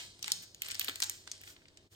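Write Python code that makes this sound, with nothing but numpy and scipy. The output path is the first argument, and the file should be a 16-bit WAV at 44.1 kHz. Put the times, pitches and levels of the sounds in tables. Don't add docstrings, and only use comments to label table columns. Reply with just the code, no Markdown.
import sys
import numpy as np
from scipy import signal
from scipy.fft import rfft, irfft
from scipy.io import wavfile

SR = 44100
rng = np.random.default_rng(int(sys.argv[2]) if len(sys.argv) > 2 else 0)


def dump(signal):
    limited = np.clip(np.atleast_2d(signal).T, -1, 1)
    pcm = np.round(limited * 32767).astype(np.int16)
    wavfile.write(sys.argv[1], SR, pcm)


N = 85995
LEAD_S = .1


def undb(db):
    return 10 ** (np.asarray(db) / 20)


def unit(x):
    return x / np.sqrt(np.mean(x ** 2))


def log_curve(size, hz, values):
    return np.interp(np.log(np.fft.rfftfreq(size, 1 / SR) + 1), np.log(hz), values)


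def minimum_phase(hz, db, size=512):
    cepstrum = irfft(log_curve(size, hz, np.log(undb(db))))
    cepstrum[1:size // 2] *= 2
    cepstrum[size // 2 + 1:] = 0
    return irfft(np.exp(rfft(cepstrum)))


def colour(x, spectrum):
    impulse = minimum_phase(*np.array(spectrum).T, size=4096)
    return signal.fftconvolve(x, impulse[None], axes=1)[:, :x.shape[1]]


def add(out, start_s, sound):
    first = max(int((start_s + LEAD_S) * SR), 0)
    part = out[:, first:first + sound.shape[1]]
    part += sound[:, :part.shape[1]]


# frequency_hz, relative_density_db
NOISE_SPECTRUM = [(20, -10), (50, -2.5), (100, -0.5), (200, -6), (380, -6.5), (740, -13.5), (1500, -22),
                  (4300, -17.5), (8000, -29), (11000, -42), (16000, -32)]
# pitch_hz, level_db
HUM_TONES = [(79, -81), (97.5, -70.5), (290.7, -83), (344.5, -76.5), (393, -80), (640, -82)]

def background(noise_db=-66, waver_depth=0.55, wavers_per_s=7.61):
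    t = np.arange(N) / SR
    mid, side = unit(colour(rng.standard_normal((2, N)), NOISE_SPECTRUM)) * undb(noise_db)
    for hz, db in HUM_TONES:
        real, imaginary = rng.standard_normal((2, 64))
        waver = np.interp(t * wavers_per_s, np.arange(len(real)), real + 1j * imaginary)
        carrier = np.exp(2j * np.pi * (hz * t + rng.random()))
        mid = mid + undb(db) * unit(np.real((1 + waver_depth * waver) * carrier))
    return np.array([mid, side])


def decay(t, time_constant_s):
    return np.exp(-t / time_constant_s) * np.sqrt(2 / (time_constant_s * SR))


def buckle(crunch_db=0, flip_db=2, flip_s=0.00017, flutter_db=6, flutter_s=0.0035, cutoff_hz=9340):
    size = 640
    t = np.arange(size) / SR
    flip, flutter = rng.standard_normal((2, 2, size))
    flip = undb(flip_db) * flip * decay(t, flip_s)
    flutter = signal.lfilter(*signal.butter(1, cutoff_hz, fs=SR), flutter)
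    flutter = undb(flutter_db + crunch_db) * flutter * decay(t, flutter_s)
    tick = np.eye(2, size)
    tick[1] = (np.roll(tick[0], 2) - tick[0]) * np.sqrt(.5)
    mid, side = tick + flip + flutter
    mid = np.pad(mid, (1, 0))[:size]
    return np.array([unit(mid), unit(side)]) / np.sqrt(size)


# time_s, level_db
GRIP_LEVELS = [(0, -66), (.17, -70), (.22, -59), (.27, -46), (.34, -53.5), (.44, -60), (.5, -91),
               (.6, -64.5), (.66, -46.5), (.78, -54), (.89, -48.5), (.98, -83), (1.04, -58), (1.12, -56),
               (1.23, -68), (1.35, -58), (1.42, -65.5), (1.48, -52.5), (1.56, -78.5), (1.86, -78),
               (1.95, -80)]
# frequency_hz, gain_db
FILM_SPECTRUM = [(150, -14), (500, -12), (1200, -11), (2500, -0.5), (4300, 0.5), (7000, -4), (8600, 1.5),
                 (12000, -20), (16000, -19)]

def wrinkles(size, rate_per_s=520, spread_db=3.5, ceiling_db=15, shapes=12):
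    t = np.arange(size) / SR - LEAD_S
    crackle = np.zeros((2, size))
    for _ in range(shapes):
        onsets = rng.random(size) < rate_per_s / shapes / SR
        clicks = onsets * undb(np.minimum(spread_db * rng.exponential(size=size), ceiling_db))
        crackle += signal.fftconvolve(clicks[None], buckle(), axes=1)[:, :size]
    grip = undb(np.interp(t, *np.array(GRIP_LEVELS).T))
    crumple = undb(-33) * np.exp(-((t + 0.0403) / 0.0069) ** 2)
    return unit(colour(crackle, FILM_SPECTRUM)) * (grip + crumple)


# centre_s, half_width_s, level_db
SKIN_STROKES = [(.01, 0.059, -55), (0.431, 0.015, -49), (1.003, 0.044, -56), (1.494, 0.039, -53.5),
                (1.928, 0.037, -60.5)]
# frequency_hz, gain_db
FRICTION_SPECTRUM = [(300, -32), (1500, -6.5), (4200, -3), (8500, -3.5), (11000, -7.5), (15000, -6.5)]

def slides(size):
    t = np.arange(size) / SR - LEAD_S
    swell = sum(undb(db) * np.exp(-((t - centre) / half) ** 2) for centre, half, db in SKIN_STROKES)
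    return unit(colour(rng.standard_normal((2, size)), FRICTION_SPECTRUM)) * swell


BAND_EDGES_HZ = [300, 1200, 3000, 6500, 10000, 16000]
# start_s, resonance_hz, then relative_level_db in each band, low to high
CREASE_SNAPS = [(0.193, 4750, -68, -62.5, -55, -56, -55), (0.2277, 6000, -68, -48.5, -30.5, -43.5, -38.5),
                (0.244, 3330, -56.5, -43.5, -33.5, -39.5, -53), (0.2799, 2270, -55, -37, -35, -38.5, -39.5),
                (0.2963, 8300, -63, -48, -60, -69, -55), (0.3195, 4650, -64, -46, -20, -27, -26.5),
                (0.547, 6900, -103, -58.5, -46, -53.5, -51.5),
                (0.6205, 3170, -98, -34.5, -35.5, -35, -30.5), (0.6348, 3060, -66, -54, -42, -66, -58),
                (0.6854, 3670, -69, -39, -44, -50, -40), (0.7024, 1630, -76, -44, -40.5, -45, -58),
                (0.711, 8200, -90, -43, -36.5, -38.5, -42.5), (0.717, 7850, -76, -39.5, -35.5, -40, -47),
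                (0.746, 4600, -83, -50, -42.5, -43, -41), (0.753, 5570, -60.5, -46, -41.5, -45.5, -54),
                (0.796, 8600, -64, -36.5, -29.5, -32, -25.5), (0.8107, 3060, -67, -39.5, -33, -46, -47),
                (0.8145, 2850, -67, -36.5, -31.5, -52, -35), (0.8459, 9300, -94, -35, -43.5, -39, -35),
                (0.8829, 3280, -53.5, -34.5, -28, -79, -36.5), (0.888, 1260, -46, -45, -52, -36.5, -34),
                (0.8961, 3430, -60, -34.5, -42.5, -41.5, -42.5),
                (0.9578, 4100, -57, -44.5, -40.5, -38, -45),
                (1.0028, 9400, -54.5, -40.5, -37, -35.5, -37.5), (1.0217, 4500, -54, -41, -32, -24.5, -37),
                (1.026, 3660, -49, -33.5, -29, -32.5, -38), (1.0353, 4040, -71, -38.5, -35, -32, -34),
                (1.0381, 3900, -59, -39, -35, -38, -39), (1.0422, 6500, -100, -43, -38, -36, -37),
                (1.097, 6230, -57, -39, -40, -32.5, -31.5), (1.2755, 1620, -58, -50, -41.5, -46, -62.5),
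                (1.316, 6360, -69, -52, -36.5, -37, -48), (1.415, 2740, -86, -60, -56.5, -51, -49),
                (1.436, 2120, -94, -51, -56, -59, -51), (1.4761, 3360, -77, -48.5, -55, -56, -80),
                (1.565, 3350, -77, -55.5, -58, -82, -86), (1.6193, 1700, -79, -65, -69, -96, -84),
                (1.656, 2400, -74.5, -64.5, -59, -90, -86), (1.684, 4750, -89, -61, -59.5, -62, -90),
                (1.773, 7250, -99, -55, -52, -54, -67)]
SNAP_GAIN_DB, SNAP_SPAN_S = -3, 0.0034
BASS_DB_PER_OCTAVE = -7
CREAK_DB, CREAK_RISE_S = -11.5, 0.0011
RESONANCE_DB, RESONANCE_WIDTH_HZ = 8.5, 450
HARD_SNAP_DB, DB_PER_DOUBLING = -32, 5
CRUNCH_PER_DB, TILT_LIMIT_DB = 0.2546, 22.5

def snaps(size):
    direct, into_room = np.zeros((2, 2, size))
    edges = np.array(BAND_EDGES_HZ)
    centres = np.sqrt(edges[1:] * edges[:-1])
    density_db = 10 * np.log10(SNAP_SPAN_S * SR * SR / 2 / np.diff(edges))
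    hz = np.fft.rfftfreq(512, 1 / SR)[1:]
    before_s = np.arange(-220, 0) / SR
    loading = undb(CREAK_DB) * decay(-before_s, CREAK_RISE_S)
    for start_s, resonance_hz, *bands_db in CREASE_SNAPS:
        shape_db = np.interp(np.log(hz), np.log(centres), density_db + bands_db + SNAP_GAIN_DB)
        shape_db += BASS_DB_PER_OCTAVE * np.maximum(np.log2(edges[0] / hz), 0)
        widening = 2 ** (max(max(bands_db) - HARD_SNAP_DB, 0) / DB_PER_DOUBLING)
        detuning = 2 * (hz - resonance_hz) / (RESONANCE_WIDTH_HZ * widening)
        peak_db = 10 * np.log10(1 + undb(RESONANCE_DB) ** 2 / widening / (1 + detuning ** 2))
        crunch_db = CRUNCH_PER_DB * np.clip(bands_db[1] - bands_db[-1], -TILT_LIMIT_DB, TILT_LIMIT_DB)
        creak = undb(crunch_db) * loading * rng.standard_normal((2, len(before_s)))
        excitation = np.hstack([creak, buckle(crunch_db)])
        for path, gain_db in (direct, shape_db + peak_db), (into_room, shape_db):
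            snap = signal.fftconvolve(excitation, minimum_phase(hz, gain_db)[None], axes=1)
            add(path, start_s + before_s[0], snap)
    return direct, into_room


# pitch_hz, gain_db, t60_s
HOLLOW_MODES = [(245, -20, 0.03), (283, -8, 0.094), (395, -2.5, 0.054), (844.6, -3.5, 0.13),
                (1100, -4, 0.055)]
# start_s, strength_db, favoured_hz
FINGER_CONTACTS = [(0.278, -45.5, 950), (0.8856, -35.5, 318), (1.023, -47, 960)]

def knocks(size, push_s=0.0021, loss_at_octave_db=15):
    out = np.zeros((2, size))
    t = np.arange(SR // 2) / SR
    attack = 1 - np.exp(-(t / push_s) ** 2)
    for start_s, strength_db, favoured_hz in FINGER_CONTACTS:
        ring = 0
        for hz, db, t60 in HOLLOW_MODES:
            gain = undb(strength_db + db - loss_at_octave_db * np.log2(hz / favoured_hz) ** 2)
            ring += gain * np.exp(-np.log(1000) * t / t60) * np.sin(2 * np.pi * hz * t)
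        add(out, start_s, np.outer([1, 0], ring * attack))
    return out


def hum_swell(centre_s=0.37, half_width_s=0.09, pitch_hz=172, level_db=-64.5):
    t = np.arange(N) / SR
    swell = undb(level_db) * np.exp(-((t - centre_s) / half_width_s) ** 2)
    return np.outer([1, 0], swell * np.sin(2 * np.pi * pitch_hz * t))


# frequency_hz, level_re_direct_db, t60_s
ROOM_BANDS = [(256, -23, 0.17), (700, -6, 0.32), (1470, -4, 0.33), (2850, -4.5, 0.36), (4600, -6, 0.57),
              (9000, -10, 0.49), (9600, -10, 0.19), (14500, -11.5, 0.45)]

def reverberation(x, delay_s=0.0046, build_s=0.0025):
    t = np.arange(SR) / SR
    hz, db, t60 = np.array(ROOM_BANDS).T
    noise = rfft(rng.standard_normal((2, SR)))
    tail = 0
    for share, level_db, time_constant_s in zip(np.eye(len(hz)), db, t60 / np.log(1000)):
        band = irfft(noise * log_curve(SR, hz, share))
        tail += band * undb(level_db) * decay(t, time_constant_s)
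    tail *= np.clip((t - delay_s) / build_s, 0, 1)
    return signal.fftconvolve(x, tail, axes=1)[:, :x.shape[1]]


# frequency_hz, coherence (0 to 1), left_lead_rad
STEREO_COHERENCE = [(250, 0.86, 0), (503, 0.76, 0), (1280, 0.24, -1), (2822, 0.74, -3.5), (3500, 0.02, -8),
                    (4340, 0.41, -7), (6440, 0.15, -7), (6600, 1, -6.5), (8200, 0.18, -5.5),
                    (9760, 0.98, -4), (13100, 1, -1.5), (15200, 0.83, 2.5)]

def microphone_pair(x):
    hz, coherence, lead_rad = np.array(STEREO_COHERENCE).T
    size = x.shape[1]
    alike = np.clip(log_curve(size, hz, coherence), 0, 1)
    right_lag = np.exp(-1j * log_curve(size, hz, lead_rad))
    mid, side = rfft(x) * np.sqrt(np.array([1 + alike, 1 - alike]) / 2)
    return irfft(np.array([mid + side, (mid - side) * right_lag]), size)


def scene():
    size = N + int(LEAD_S * SR)
    direct, into_room = snaps(size)
    handling = wrinkles(size) + slides(size) + knocks(size)
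    bag = direct + handling + reverberation(into_room + handling)
    return microphone_pair(bag[:, -N:] + background() + hum_swell())


DIP_S, DIP_HALF_WIDTH_S, DIP_DB = 1.895, 0.017, -19
TOP_HZ = 16100

def record(dry):
    t = np.arange(N) / SR
    dip = undb(DIP_DB * np.exp(-((t - DIP_S) / DIP_HALF_WIDTH_S) ** 2))
    low_pass = signal.ellip(8, .2, 70, TOP_HZ, fs=SR, output="sos")
    return signal.sosfilt(low_pass, dry * dip)


dry = scene()
out = record(dry)
dump(out)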